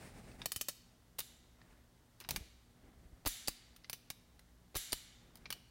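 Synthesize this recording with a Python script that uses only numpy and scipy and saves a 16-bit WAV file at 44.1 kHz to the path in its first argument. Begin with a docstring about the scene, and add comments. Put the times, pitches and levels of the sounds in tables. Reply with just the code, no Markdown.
"""A single-action revolver is worked by hand over a padded bench in a small workshop, close to the microphone.
The cylinder turns over its ratchet, then the hammer is cocked and let go: steel snaps as cracks, noise and tones.
The mainspring and the pawl's spring ring on as dense, fading noise; low fading sines make the gun's thuds.
Filtered noise makes the hands' rubbing and the still air, steady sines the faint mains hum,
and scattered reflections the room."""
import sys
import numpy as np
from scipy import signal
from scipy.fft import rfft, irfft
from scipy.io import wavfile

SR = 44100
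rng = np.random.default_rng(int(sys.argv[2]) if len(sys.argv) > 2 else 0)


def unload_wav(signal):
    """Save mono or channel-first audio to the path in sys.argv[1] as 16-bit WAV at rate SR, clipped to [-1, 1]."""
    wavfile.write(
        sys.argv[1],
        SR,
        np.round(np.clip(np.atleast_2d(signal).T, -1, 1) * 32767).astype(np.int16),
    )


N = 251370
TIME = np.arange(N) / SR

# In all tables, t60 is the time a sound takes to fade by 60 dB.
# Colours are spectrum shapes and modes are resonances; their levels are relative.

# skin slides on steel: (time of full strength [s], hold [s], dull rub [dB], scrape [dB], hiss [dB])
STROKES = [(0, 0.068, -58, -65.5, -62), (0.143, 0.14, -55, -70.5, -65), (0.304, 0.13, -57, -71, -67),
           (1.615, 0.15, -68.5, -73.5, -77), (2.309, 0.082, -57.5, -71, -76), (2.78, 0.15, -65, -75.5, -87),
           (2.98, 0.23, -67.5, -81.5, -80), (5.234, 0.33, -66.5, -77, -81)]
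# spectrum of the dull rub: (frequency [Hz], level [dB])
RUB_COLOUR = [(18, -35), (30, 5), (91, -2.5), (237, -3.5), (527, -13.5), (647, -13.5), (827, -14),
              (1010, -30.5), (1950, -25), (4000, -42.5), (5200, -78), (8800, -120)]
# spectrum of the skin's hiss: (frequency [Hz], level [dB])
HISS_COLOUR = [(1200, -4.5), (2100, -1), (3200, -9), (5000, -7), (6500, -10.5), (9300, -6.5),
               (11500, -18.5), (15500, -15)]
# band of the scrape, where fingertip ridges catch and slip: (low [Hz], high [Hz])
SCRAPE_HZ = (450, 2120)
# spectrum of the still air: (frequency [Hz], level [dB])
AIR_COLOUR = [(12, -20), (20, -4.5), (65, 6.5), (88, -10), (107, 1.5), (146, -10), (182, -0.5),
              (210, -19.5), (241, -7), (270, -13), (301, -12), (2080, -22.5), (2320, -28), (3250, -24),
              (16000, -32)]
# mains hum: (frequency [Hz], level [dB])
HUM = [(60, -78), (120, -76), (180, -89.5), (240, -77.5), (300, -86.5), (480, -98)]

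# ranges of knock, clack, ring, edge and sizzle: (low [Hz], high [Hz])
RANGES = [(130, 700), (850, 2800), (2800, 5600), (5600, 10000), (10000, 16500)]
# resonances of the steel frame: (frequency [Hz], width [Hz], level [dB])
FRAME_MODES = [(1800, 58, -32), (2890, 100, -17), (4100, 180, 7.5), (4610, 280, 6.5), (6050, 68, -2),
               (7080, 130, 4.5), (9120, 140, 10), (9470, 280, 6), (10450, 320, -15), (12200, 160, -24),
               (12900, 170, -12), (14430, 190, 9)]
# dull taps of parts eased together: (time [s], level [dB], brightness [dB per octave], ping [Hz])
TAPS = [(0.3152, -64.5, .5, 2590), (0.4172, -43.5, 2.5, 3680), (1.208, -46.5, 4, 3720),
        (1.6156, -66, -5, 1840), (2.24, -58, 6, 5030), (2.2475, -55, -2.5, 3830), (3.838, -68, 9, 5090),
        (3.8446, -55.5, 0, 2040), (5.4562, -51, -2, 2330), (5.4608, -57, -5, 2310), (5.5253, -42, 8, 2966)]
# balance of every tap: (knock [dB], clack [dB], ring [dB], edge [dB], sizzle [dB])
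TAP_DB = (-23.5, -2, 0, -20, -36)
# spectrum of the room's tail: (frequency [Hz], level [dB])
ROOM_COLOUR = [(200, 2.5), (800, -19), (2000, 0), (4000, 3), (7000, -0.5), (11000, 1.5), (15000, 5.5)]
# fading of the room's tail: (frequency [Hz], t60 [s])
ROOM_T60 = [(300, 0.51), (2000, 1), (4000, 0.78), (8000, 0.58), (14000, 0.24)]

# the pawl drops over a ratchet tooth: (time [s], level [dB], frame knock [dB], t60 [s], tooth's ping [Hz])
RATCHET = [(0.4579, -38, -5, 0.037, 7320), (0.519, -40, -17.5, 0.049, 5000),
           (0.5611, -42, -11.5, 0.059, 3070), (0.6116, -39, -10.5, 0.057, 6320),
           (0.685, -39.5, -6.5, 0.06, 13600)]
# balance of every tooth: (clack [dB], ring [dB], edge [dB], sizzle [dB])
TOOTH_DB = (-6, -0.5, 2.5, 1.5)
# resonances of the steel cylinder: (frequency [Hz], width [Hz], level [dB])
CYLINDER_MODES = [(3280, 1100, -5), (4450, 61, 7.5), (5440, 89, -2), (7300, 280, 0), (8100, 260, 1.5),
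                  (9600, 180, -14), (10280, 50, 9), (11500, 86, -6), (12840, 70, 14), (14200, 110, 7),
                  (15360, 76, 7)]
# spectrum of the spring behind the pawl: (frequency [Hz], level [dB])
PAWL_COLOUR = [(1000, -9), (2400, -20), (3200, -1), (4400, 10), (7000, 5), (10000, -2), (13000, 7),
               (15500, 9)]
# fading of that spring: (frequency [Hz], t60 [s])
PAWL_T60 = [(3000, 0.64), (7000, 0.77), (14000, 0.41)]

# hands bump the gun as they shift: (time [s], level [dB], frequency [Hz])
BUMPS = [(0.563, -42.5, 100), (2.307, -42, 74), (2.321, -41, 134), (2.344, -42, 177), (2.364, -36, 52),
         (2.375, -42, 191), (2.409, -39, 64), (2.989, -49, 55), (3.053, -45.5, 57.4), (3.129, -44, 52.4)]
# the gun rocks in the grip: (frequency [Hz], level relative to the jolt [dB], t60 [s])
ROCKING = [(38.5, -10.5, 0.18), (75.6, 1.5, 0.033)]
# gate, bolt and sear snap home under their springs:
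# (time [s], level [dB], frame knock [dB], brightness [dB per octave], t60 [s], ping [Hz])
SNAPS = [(1.185, -52.5, -2, 2, 0.029, 3270), (1.188, -44, 6, 0.6, 0.053, 10000),
         (1.1916, -45, -2, 5.5, 0.035, 12100), (1.204, -47, 4, 4, 0.019, 12170),
         (2.202, -55, -7, 2, 0.038, 14180), (2.2099, -56, -3.5, -2.3, 0.095, 14000),
         (2.2889, -42, 8.5, 0.7, 0.058, 1970), (2.3077, -38, 2, 1.5, 0.032, 14400),
         (2.361, -38, -4.5, -.5, 0.044, 3770), (3.7628, -61, -8, 1, 0.043, 14100),
         (3.8972, -43.5, 1, 0.9, 0.037, 5140), (3.93, -44, 2, 1.5, 0.055, 6070),
         (4.102, -43.5, 3.5, 0.9, 0.037, 12900), (4.3931, -62, -1.5, -1.3, 0.036, 2000),
         (5.3555, -59, 2, 1.7, 0.03, 4940), (5.371, -66.5, 0, 2, 0.046, 14300),
         (5.504, -42, -3.5, -.3, .05, 2240), (5.526, -44, -20, 1, 0.034, 4380)]
# balance of every snap: (knock [dB], clack [dB], ring [dB], edge [dB], sizzle [dB])
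SNAP_DB = (-10.5, -3.5, 0, -3, -2)
# the hammer is let go and lands: (time [s], level [dB], grip's resonance [Hz])
FALLS = [(3.2631, -40.5, 293), (4.7564, -45, 390)]
# in each fall the sear slips, then the hammer brushes, lands and bounces twice: (time from landing [s],
# relative level [dB], frame knock [dB], brightness [dB per octave], t60 [s], ping [Hz])
FALL_CONTACTS = [(-.0117, -15.5, 3.5, -3.5, 0.15, 4450), (-.0036, -2, -4, 0, 0.028, 6360),
                 (0, 2.5, 1, -1, 0.037, 1220), (.0075, -3, 1, -2, .046, 12760),
                 (0.0108, -3, 0, 7.5, 0.053, 14940)]
# the released trigger springs forward to its stop: (time [s], level [dB], grip's resonance [Hz])
RETURNS = [(3.4821, -34, 327), (4.929, -34, 165)]
# its lever clinks past the hammer, then it hits its stop: (time from the stop [s],
# knock [dB], clack [dB], ring [dB], edge [dB], sizzle [dB], t60 [s], ping [Hz], ping [dB])
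RETURN_CONTACTS = [(-.0073, -21, -25, -5, -5.5, -15, 0.043, 4686, 27),
                   (0, -7, -7, -.5, -1, -1.3, 0.031, 4120, 6)]

# lesser kicks that set the mainspring shivering: (time [s], level [dB])
SPRING_KICKS = [(1.2, -58), (2.309, -59.5), (4.931, -56.5)]
# spectrum of the mainspring's shiver: (frequency [Hz], level [dB])
SPRING_COLOUR = [(290, -75), (500, -34), (696, -13.5), (1060, -20.5), (1240, -12.5), (1530, -9.5),
                 (1800, -7), (2290, -4), (2650, -13.5), (3680, 1), (5050, -5), (7450, -1), (9790, -9),
                 (10700, -3.5), (15500, -7.5)]
# resonances of the mainspring: (frequency [Hz], width [Hz], level [dB])
SPRING_MODES = [(2000, 170, -12), (2920, 320, 9.5), (3670, 130, -3.5), (5950, 270, 0), (7340, 120, 7),
                (10700, 2100, 6.5)]
# fading of the mainspring: (frequency [Hz], t60 [s])
SPRING_T60 = [(1000, 1.46), (3500, 1.035), (7000, 0.8), (11000, 0.49), (15000, 0.41)]

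STROKE_ATTACK_S, STROKE_RELEASE_S = 0.067, 0.061
HOLD_RUB_DB, HOLD_HISS_DB = -76.5, -84.5   # the hands are never quite still
GRIP_UNEVEN_DB, GRIP_SLIPS_PER_S = 2, 45
CATCHES_PER_S, CATCH_SPREAD_DB = 1500, 1
AIR_DB = -67
TAP_T60_S, TAP_PING_DB = 0.045, 18.5
TOOTH_PING_DB, SNAP_PING_DB = 10.5, 11.5
PAWL_HZ = 616   # trips of a wave along the pawl's spring each second
BUMP_T60_S = 0.059
SNAP_THUD_DB, SNAP_THUD_HZ, SNAP_THUD_T60_S = -7.5, 138, 0.03   # every snap nudges the hand a little
FALL_JOLT_DB, RETURN_JOLT_DB = 11, -5   # relative to the level of the blow
GRIP_DB, GRIP_T60_S = -9.5, 0.062   # the grip rings briefly, at a pitch set by the hold
FALL_SHIVER_DB, FALL_SHIVER_LAG_S = -44.5, 0.0053   # every fall of the hammer shakes the mainspring hard
CUTOFF_HZ = 15900


def from_db(db):
    """Turn decibels into gain."""
    return 10 ** (np.asarray(db) / 20)


def rms_one(x):
    """Scale a sound to an rms (average strength) of 1."""
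    return x / np.sqrt(np.mean(x ** 2) + 1e-20)


def at_hz(points, hz):
    """Read a table between its points, on a log-frequency axis."""
    table_hz, value = np.transpose(points)
    return np.interp(np.log(np.maximum(hz, 1)), np.log(table_hz), value)


def add(out, s, sound):
    """Mix a sound in at time s."""
    start = max(int(s * SR), 0)
    out[start:start + len(sound)] += sound[:N - start]


def delayed(x, s):
    """Play the same sound s seconds later."""
    t = TIME[:len(x)]
    return np.interp(t - s, t, x, left=0)


def bandpass(x, low, high, order=3):
    """Keep mainly the sound between two frequencies."""
    return signal.sosfilt(signal.butter(order, [low, high], "band", fs=SR, output="sos"), x)


def resonate(x, modes):
    """Pass a sound through side-by-side resonances; wider ones die away sooner."""
    out = 0
    for hz, width, db in modes:
        r = np.exp(-np.pi * width / SR)
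        top = np.array([1, 0, -1]) * (1 - r * r) / 2
        bottom = [1, -2 * r * np.cos(2 * np.pi * hz / SR), r * r]
        out = out + from_db(db) * signal.lfilter(top, bottom, x)
    return out


def tone(hz, t60):
    """A fading sine, scaled so that its spectrum peaks at about 1."""
    n = np.arange(SR // 6)
    life = t60 * SR / np.log(1000)
    return 2 / life * np.exp(-n / life) * np.sin(2 * np.pi * hz * n / SR)


def noise(colour):
    """Steady noise with a given spectrum and an rms of 1."""
    hz = np.arange(N // 2 + 1) * SR / N
    spectrum = rfft(rng.standard_normal(N)) * from_db(at_hz(colour, hz))
    return rms_one(irfft(spectrum, N))


def drift(rate):
    """A random wander with an rms of 1, heading for a new value rate times a second."""
    knots = np.arange(0, N / SR + 1, 1 / rate)
    return rms_one(np.interp(TIME, knots, rng.standard_normal(len(knots))))


def dense_ring(colour, t60s):
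    """Countless close modes heard as noise, each range dying at its own rate; the total energy is 1."""
    t, hz = TIME[:SR], np.arange(SR // 2 + 1)
    spectrum = rfft(rng.standard_normal(SR)) * from_db(at_hz(colour, hz))
    edges = np.geomspace(100, 17000, 25)
    out = np.zeros(SR)
    for low, high in zip(edges, edges[1:]):
        band = irfft(spectrum * (hz >= low) * (hz < high), SR)
        t60 = at_hz(t60s, np.sqrt(low * high))
        out += band * from_db(-60 * t / t60)
    return out / np.linalg.norm(out)


def tilted(levels_db, db, tilt_db, knock_db=0):
    """Levels of a blow's five ranges; a harder contact tilts them up around the ring range."""
    octaves = np.log2(np.prod(RANGES, axis=1)) / 2   # middle of each range
    knock, *rest = np.array(levels_db) + db + tilt_db * (octaves - octaves[2])
    return (knock + knock_db, *rest)


def snap(row, modes, modes_db, crack):
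    """One steel part lands on another: a crack, then fading noise and tones, damped by the hand."""
    knock_db, *levels_db, t60, ping_hz, ping_db = row
    t = TIME[:SR // 6]
    touch = np.zeros(len(t))
    touch[0] = 1

    # the touch feeds many small modes, heard as noise that fades
    fade = from_db(-60 * t / t60)
    body = crack * touch + fade * rng.standard_normal(len(t))
    body = body / np.linalg.norm(body)
    body = body + from_db(ping_db) * tone(ping_hz, 0.5 * t60)
    for hz, width, db in modes:
        mode_gain = from_db(db + modes_db + rng.normal(0, 6.3))   # each blow excites the modes differently
        body = body + mode_gain * tone(hz, np.log(1000) / (np.pi * width))

    # the point of contact decides how strongly each range speaks in the first 6 ms
    attack = int(0.006 * SR)
    knock, *parts = [bandpass(body, low, high) for low, high in RANGES]
    ring = sum(from_db(db) * part / np.std(part[:attack]) for db, part in zip(levels_db, parts))
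    knock = knock * from_db(-60 * t / 0.059)   # the palm soaks up the lows first
    return ring + from_db(knock_db) * knock / np.std(knock[:attack])


def hands():
    """Skin slides unevenly over the gun: each stroke swells, holds and dies away."""
    rub, scrape, hiss = from_db(HOLD_RUB_DB), 0, from_db(HOLD_HISS_DB)
    for s, length, rub_db, scrape_db, hiss_db in STROKES:
        swell = np.clip(1 + (TIME - s) / STROKE_ATTACK_S, 0, 1)
        stroke = swell * np.exp(-np.maximum(TIME - s - length, 0) / STROKE_RELEASE_S)
        rub = np.maximum(rub, from_db(rub_db) * stroke)
        scrape = np.maximum(scrape, from_db(scrape_db) * stroke)
        hiss = np.maximum(hiss, from_db(hiss_db) * stroke)
    grip_db = GRIP_UNEVEN_DB * drift(GRIP_SLIPS_PER_S)

    # the ridges of the fingertips catch at random moments
    catches = (rng.random(N) < CATCHES_PER_S / SR) * rng.choice([-1, 1], N)
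    catches = catches * from_db(CATCH_SPREAD_DB * rng.standard_normal(N))
    grain = rms_one(bandpass(catches + 1e-18, *SCRAPE_HZ, order=2))
    sliding = from_db(grip_db) * (rub * noise(RUB_COLOUR) + scrape * grain)
    return sliding + hiss * from_db(0.89 * grip_db) * noise(HISS_COLOUR)


def background():
    """Still workshop air as steady noise, and mains hum as steady sines."""
    hum = np.zeros(N)
    for hz, db in HUM:
        hum += from_db(db) * np.sqrt(2) * np.sin(2 * np.pi * (hz * TIME + rng.random()))
    return hum + from_db(AIR_DB) * noise(AIR_COLOUR)


def taps():
    """Parts pushed by the fingers meet slowly: hardly any crack, and little knock or sizzle."""
    out = np.zeros(N)
    for s, db, tilt, ping_hz in TAPS:
        row = (*tilted(TAP_DB, db, tilt), TAP_T60_S, ping_hz, TAP_PING_DB)
        add(out, s, snap(row, FRAME_MODES, modes_db=-5, crack=1.2))
    return out


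def workshop(x, early_db, early_t60, tail_db):
    """Sound scatters quickly from the bench and tools, with the longer tail of the room."""
    t = TIME[:SR]
    arrival = np.clip(t / 0.0053 - 0.3, 0, 1)   # reflections come in gradually after a short gap
    early = bandpass(rng.standard_normal(SR), 1500, 10400) * from_db(-60 * t / early_t60) * arrival
    early = from_db(early_db) * early / np.linalg.norm(early)
    tail = from_db(tail_db) * dense_ring(ROOM_COLOUR, ROOM_T60) * arrival
    return signal.fftconvolve(x, early + tail)[:N]


def cylinder():
    """The pawl drops over the ratchet teeth as the cylinder turns; its spring throws each blow back once."""
    out = np.zeros(N)
    for s, db, knock_db, t60, ping_hz in RATCHET:
        row = (db + knock_db, *(db + np.array(TOOTH_DB)), t60, ping_hz, TOOTH_PING_DB)
        add(out, s, snap(row, CYLINDER_MODES, modes_db=-1, crack=3.7))
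    return 0.9 * out + 0.35 * delayed(out, 1 / PAWL_HZ)


def pawl_spring(level_db, echo):
    """Each tooth plucks the pawl's little spring; a wave running up and down it gives even overtones."""
    out = np.zeros(N)
    for s, *_ in RATCHET:
        pluck = dense_ring(PAWL_COLOUR, PAWL_T60)
        shiver = sum(echo ** k * delayed(pluck, k / PAWL_HZ) for k in range(3))
        add(out, s, from_db(level_db) * shiver / np.std(shiver[:SR // 20]))
    return out


def jolts():
    """The gun rocks in the grip at falls and returns, and thuds softly at snaps and when the hands shift."""
    thuds = [(s, hz, db, BUMP_T60_S) for s, db, hz in BUMPS]
    for s, db, knock_db, *_ in SNAPS:
        thuds.append((s, SNAP_THUD_HZ, db + knock_db + SNAP_THUD_DB, SNAP_THUD_T60_S))
    for blows, jolt_db in ((FALLS, FALL_JOLT_DB), (RETURNS, RETURN_JOLT_DB)):
        for s, db, grip_hz in blows:
            for hz, mode_db, t60 in [*ROCKING, (grip_hz, GRIP_DB, GRIP_T60_S)]:
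                thuds.append((s, hz, db + jolt_db + mode_db, t60))

    out, t = np.zeros(N), TIME[:SR // 3]
    for s, hz, db, t60 in thuds:
        add(out, s, from_db(db - 60 * t / t60) * np.sin(2 * np.pi * hz * t))
    return out


def lockwork():
    """Hammer, sear and trigger snap against the frame; all falls share one set of contacts, as do all returns."""
    strikes = list(SNAPS)
    for s, db, _ in FALLS:
        for lag, step_db, *rest in FALL_CONTACTS:
            strikes.append((s + lag, db + step_db, *rest))

    blows = []
    for s, db, knock_db, tilt, t60, hz in strikes:
        blows.append((s, *tilted(SNAP_DB, db, tilt, knock_db), t60, hz, SNAP_PING_DB))
    for s, db, _ in RETURNS:
        for lag, *levels_db, t60, hz, ping_db in RETURN_CONTACTS:
            blows.append((s + lag, *(db + np.array(levels_db)), t60, hz, ping_db))

    out = np.zeros(N)
    for s, *row in blows:
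        add(out, s, snap(row, FRAME_MODES, modes_db=-5.5, crack=2.7))
    return out


def mainspring():
    """The coil spring, suddenly slack, rings on in a bright shimmer."""
    kicks = list(SPRING_KICKS)
    kicks += [(s + FALL_SHIVER_LAG_S, FALL_SHIVER_DB) for s, *_ in FALLS]
    out = np.zeros(N)
    for s, db in kicks:
        shiver = dense_ring(SPRING_COLOUR, SPRING_T60)
        shiver = shiver + from_db(-5.5) * resonate(shiver, SPRING_MODES)
        add(out, s, from_db(db) * shiver / np.std(shiver[:SR // 20]))   # level set over the first 50 ms
    return out


def scene():
    """The gun close by, with the room around it."""
    gun = cylinder() + lockwork() + taps()
    room = workshop(gun, early_db=-19, early_t60=0.11, tail_db=-18)
    springs = mainspring() + pawl_spring(level_db=-63, echo=0.48)
    return (gun + room + springs + jolts() + hands() + background())[None]


def record(dry):
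    """The microphone loses the deepest bass; the top is cut steeply."""
    heard = signal.sosfilt(signal.butter(2, 22, "high", fs=SR, output="sos"), dry)
    return signal.sosfilt(signal.ellip(10, 0.3, 70, CUTOFF_HZ, fs=SR, output="sos"), heard)


dry = scene()
out = record(dry)
unload_wav(out)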